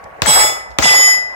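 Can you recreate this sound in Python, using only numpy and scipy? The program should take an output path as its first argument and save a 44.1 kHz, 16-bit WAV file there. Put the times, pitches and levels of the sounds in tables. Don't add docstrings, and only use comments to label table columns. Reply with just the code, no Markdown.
import sys
import numpy as np
from scipy import signal
from scipy.io import wavfile
from scipy.ndimage import uniform_filter1d, minimum_filter1d

SR = 44100
rng = np.random.default_rng(int(sys.argv[2]) if len(sys.argv) > 2 else 0)


def volts(x):
    e = np.asarray(x, float) / 20
    return 10 ** e


def materialize(psi):
    bounded = np.clip(np.atleast_2d(psi).T, -1, 1)
    quanta = np.round(bounded * 32767).astype(np.int16)
    wavfile.write(sys.argv[1], SR, quanta)


N = 59535
T = np.arange(N) / SR
LEFT_LAG_S = 0.0002931


def evened(x):
    return x / np.sqrt(np.mean(x ** 2) + 1e-20)


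def read(points, hz):
    f, value = np.transpose(points)
    return np.interp(np.log(hz + 1), np.log(f + 1), value)


def since(s):
    return np.maximum(T - s, 0)


def add(mix, s, sound):
    part = mix[:, round(s * SR):][:, :sound.shape[1]]
    part += sound[:, :part.shape[1]]


def hiss(colour, patch_db, t60=None, ref_s=0):
    frames, hz = N // 64 + 5, np.fft.rfftfreq(256, 1 / SR)
    a, b, c, d, patches = rng.standard_normal((frames, 129, 5), dtype=np.float32).T
    patches = uniform_filter1d(patches, size=5, axis=0)
    patches = evened(uniform_filter1d(patches, size=9, axis=1))
    shape = volts(read(colour, hz))[:, None]
    same = 0.22
    shared, own = a + 1j * b, c + 1j * d
    left = shared * np.exp(-2j * np.pi * hz * LEFT_LAG_S)[:, None]
    right = same * shared + np.sqrt(1 - same ** 2) * own
    z = np.array([left, right]) * shape * volts(patch_db * patches) / np.sqrt(np.mean(shape ** 2))
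    if t60:
        age = np.maximum(np.arange(frames) * 64 / SR - ref_s, -.4)
        z = z * volts(-60 * age / read(t60, hz)[:, None])
    return signal.istft(z, nperseg=256, noverlap=192)[1][:, :N] / 16


def burst(level_db, hz, length):
    u = T[:4000] / length
    edges = [0.72 * hz, min(1.39 * hz, 20000)]
    band = signal.butter(2, edges, "bandpass", fs=SR, output="sos")
    noise = signal.sosfilt(band, rng.standard_normal((2, 5000)))[:, 1000:]
    return volts(np.c_[level_db]) * u * np.exp(1 - u) * evened(noise)


# (frequency [Hz], density [dB per Hz])
WASH_COLOUR = [(40, -6.5), (120, 7), (250, -43.5), (600, -1), (1100, -10.5), (2000, -14), (3500, -36.5),
               (16000, -49)]
# (time [s], level [dB], frequency [Hz], length [s])
CASES = [
    (0.04, -42, 5700, 0.0015),
    (0.705, -46, 5200, .0015),
    (0.713, -47, 4300, .003),
]


def yard():
    late_echo = np.minimum(since(1.304) / 0.032, 1)
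    out = volts(-36.5 + 4.5 * late_echo) * evened(hiss(WASH_COLOUR, 2.5))
    out += volts(-43 - 60 * T / 3.4) * np.sin(2 * np.pi * 1118 * T)
    for s, db, hz, length in CASES:
        add(out, s, burst([db, db], hz, length))
    return out


# (time [s], length [s], level [dB], frequency [Hz])
LOW_SWELLS = [
    (.27, 0.23, -27, 25),
    (0.67, 0.092, -33, 62),
    (0.022, 0.052, -40, 71),
    (0.38, 0.36, -42, 54),
    (1.0, 0.4, -47.5, 65),
]


def capsule():
    out = np.zeros((2, N))
    for row in SHOTS:
        t = since(row[0] + 0.0026)
        hz = 65 + (265 - 65) * np.exp(-t / 0.0049)
        level_db = np.c_[[-41, -11.5]] - 60 * t / 0.14
        out += volts(level_db) * np.sin(2 * np.pi * np.cumsum(hz * (t > 0)) / SR)
    for s, length, db, hz in LOW_SWELLS:
        swell = np.sin(np.pi * np.minimum(since(s) / length, 1))
        out[1] += volts(db) * swell * np.sin(2 * np.pi * hz * since(s))
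    return out


# (frequency [Hz], density [dB per Hz])
FAR_COLOUR = [(60, -10), (350, -20.5), (600, 6.5), (1100, 0.5), (2200, -4.5), (7500, -22), (9000, -41),
              (16000, -48)]
# (left level [dB], right level [dB])
FAR_DB = [
    [-12, -19.5],
    [-18.5, -25],
]
# (frequency [Hz], 60 dB decay time [s])
FAR_T60 = [(150, .4), (700, 0.62), (2500, 0.44), (8000, 0.31)]


def far_tail(k, s, hold):
    rise = np.minimum(since(s) / .05, 1) ** 2
    return volts(np.c_[FAR_DB[k]]) * rise * hiss(FAR_COLOUR, 3.5, FAR_T60, hold)


# (delay after shot [s], left level [dB], right level [dB], frequency [Hz], length [s])
SLAPS = [
    (0.04, 29.5, 22.5, 1410, 0.0011),
    (0.069, 24, 21, 720, 0.0015),
    (.14, 9, 5.5, 692, 0.0098),
    (.0615, 23, 24, 3000, 0.0011),
    (0.11, 10, 9, 3300, 0.00081),
    (0.046, 19.5, 6, 780, 0.0035),
    (.055, 7.5, 4.5, 390, 0.0092),
    (0.0023, 21, 35.5, 353, 0.004),
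]
# (frequency [Hz], density [dB per Hz])
NEAR_COLOUR = [(100, -8), (350, -3), (650, 7.5), (1500, 0.5), (4000, -5), (8000, -9.5), (10000, -34),
               (16000, -13.5)]


def blast(s, level_db):
    t, out = T[:600], np.zeros((2, N))
    u = t / np.c_[[.006, .004]]
    start_hz, end_hz = 6500, np.c_[[500, 400]]
    hz = start_hz * (end_hz / start_hz) ** np.minimum(u, 1) ** 1.6
    grit = .8 * uniform_filter1d(rng.standard_normal(hz.shape), size=3) * np.exp(-u)
    crack = np.sin(2 * np.pi * np.cumsum(hz * (1 + grit), axis=1) / SR) + grit
    envelope = np.minimum(t / .001, 1) ** 2 * np.exp(-u ** 6)
    add(out, s, volts(np.c_[level_db]) * crack * envelope)

    b = T[:6000] / 0.0091
    boom_hz = 129.3 + (316 - 129.3) * np.exp(-b / 1.48)
    boom = b * np.exp(1 - b) * np.sin(2 * np.pi * np.cumsum(boom_hz) / SR)
    add(out, s + .052, volts(np.c_[[1.5, -4.5]]) * boom)

    for delay, left_db, right_db, hz, length in SLAPS:
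        add(out, s + delay, burst([left_db - 11, right_db - 14.5], hz, length))

    near_db = np.c_[[25.5, 26.5]] - 60 * since(s) / 0.099
    return out + volts(near_db) * (T > s + .001) * evened(hiss(NEAR_COLOUR, 1.6))


def ring(k, t, hz, level_db, t60, lobe):
    age = t - t[0]
    rise_s, ease_s = [0.0046, 0.0099][k], [0.16, 0.15][k]
    turn_db = [93, 121][k] * hz / 1000 * np.maximum(t, 0) ** 2 / (1 + (t / ease_s) ** 2)
    envelope = volts(-60 * t / t60 - turn_db) * (1 - np.exp(-age / rise_s))
    tone = envelope * np.exp(2j * np.pi * (hz * age + rng.random()))
    mics = volts(np.c_[level_db]) * np.exp(-2j * np.pi * hz * np.c_[[LEFT_LAG_S, 0]])
    return np.sqrt(2) * (mics * lobe * tone).real


# (left level [dB], right level [dB], 60 dB decay time [s],
# time the swing turns a quiet lobe to the microphones [s], 0 = never)
PLATE_A = [(-22, -24.5, 0.3, 0.37), (-23, -22.5, 0.78, 0.071), (-24, -20, 0.99, 0.074),
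           (-25, -51, 0.52, 0.041), (-27.5, -44.5, 0.38, 0.21), (-26.5, -34, 0.38, 0.46),
           (-42, -33.5, 0.34, 0.22), (-36, -30.5, 0.48, 0.067), (-16, -27.5, 0.6, 0.205),
           (-25, -27.5, .36, 0.46), (-28.5, -17.5, 0.54, 0.383), (-22.5, -15, 0.39, 0.14),
           (-17, -49, 0.45, 0.533), (-78, -44.5, 0.21, 0.267)]
PLATE_B = [(-32, -37.5, .5, 0), (-7, -10.5, 0.83, 0), (-32.5, -29.5, 0.42, .92), (-36.5, -43.5, 0.38, 0),
           (-71, -42, 0.36, .9), (-12, -25.5, 0.65, 0), (-28, -34, .7, .9), (-17.5, -14, 0.5, 0.898),
           (-49, -40, 0.41, 0), (-36, -47, 1, 0.63), (-31.5, -31, 0.5, 0.876), (-28, -58, 0.97, 0),
           (-52, -42, 1, 0), (-31.5, -42, 1, 0.58)]
PLATE_A_HZ = [852, 1279, 1992, 2198, 3326, 3419, 3907, 4639, 5113, 6132, 7003, 7797, 9607, 11687]
PLATE_B_HZ = [865, 1993, 3077, 3420, 3726, 5085, 5736, 6967, 7972, 8975, 10856, 11277, 13024, 14746]
# (frequency [Hz], level [dB])
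RIG_A = [(3442, -34), (3723, -64), (5730, -45), (7990, -35), (8288, -52), (9003, -43.5), (10022, -67),
         (10454, -42.5), (10892, -50), (11568, -33.5), (12893, -59), (13497, -64), (13642, -40),
         (15577, -39)]
RIG_B = [(1195, -40), (4703, -43.5), (5883, -44), (7533, -43.5), (8283, -47), (8592, -39), (9046, -43.5),
         (9773, -54.5), (10413, -45), (11042, -46), (11880, -52), (12482, -52), (12865, -47.5),
         (13730, -45)]
# (left level [dB], right level [dB])
SMACK_DB = [
    [17.5, 4.3],
    [15.5, 7.9],
]


def plate(k, hit, hold):
    now = hit + T[:24000]
    t = now - hold
    out = np.zeros((2, len(now)))
    add(out, 0, burst(SMACK_DB[k], 8000, .00025))

    pitches, modes, rig = [(PLATE_A_HZ, PLATE_A, RIG_A), (PLATE_B_HZ, PLATE_B, RIG_B)][k]
    back_gain, right_delay_s = [0.26, 0.16][k], [0.0064, 0.05][k]
    for hz, (left_db, right_db, t60, quiet) in zip(pitches, modes):
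        face = np.tanh((now - quiet - np.c_[[0, right_delay_s]]) / 0.046)
        lobe = np.where(face < 0, back_gain, 1) * face + 0.085j
        out += ring(k, t, hz, [left_db, right_db], t60, lobe)

    for hz, db in rig:
        sway = np.cos(2 * np.pi * (rng.uniform(2.546, 5.7) * now + rng.random((2, 1))))
        out += ring(k, t, hz, [db, db], 0.6, 1 + 2.1 * sway)

    for place, size, rate, left, right in rng.random((22, 5)):
        sway = np.cos(2 * np.pi * ((1 + 4 * rate) * now + np.c_[[left, right]]))
        db = [-42.5, -52.5][k] + 2.5 * (2 * size - 1)
        out += ring(k, t, 8200 + 7600 * place, [db, db], 0.56, sway)
    return out


# (fired [s], left blast level [dB], right blast level [dB], plate heard [s],
# time at which ring levels hold [s])
SHOTS = [
    (.2188, 32, 37, .2624, .46),
    (.7853, 32, 37, .8233, 1.1),
]


def scene():
    out = yard()
    for k, (s, left_db, right_db, hit, hold) in enumerate(SHOTS):
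        out += blast(s, [left_db, right_db])
        add(out, hit, plate(k, hit, hold))
        out += far_tail(k, s, hold)
    return out


def band_limit(x):
    return signal.sosfilt(signal.butter(12, 16430, fs=SR, output="sos"), x)


def record(dry):
    dry = signal.sosfilt(signal.butter(2, 45, "highpass", fs=SR, output="sos"), dry)
    peak = -minimum_filter1d(-abs(dry), size=89, axis=1)
    peak_db = 20 * np.log10(peak + 1e-9) - .4
    fall = T * 358
    over_db = np.maximum(np.maximum.accumulate(peak_db + fall, axis=1) - fall, 0)
    held = dry / volts(uniform_filter1d(over_db, size=89, axis=1)) + capsule()
    return band_limit(np.clip(held, -1, 1))


dry = scene()
out = record(dry)
materialize(out)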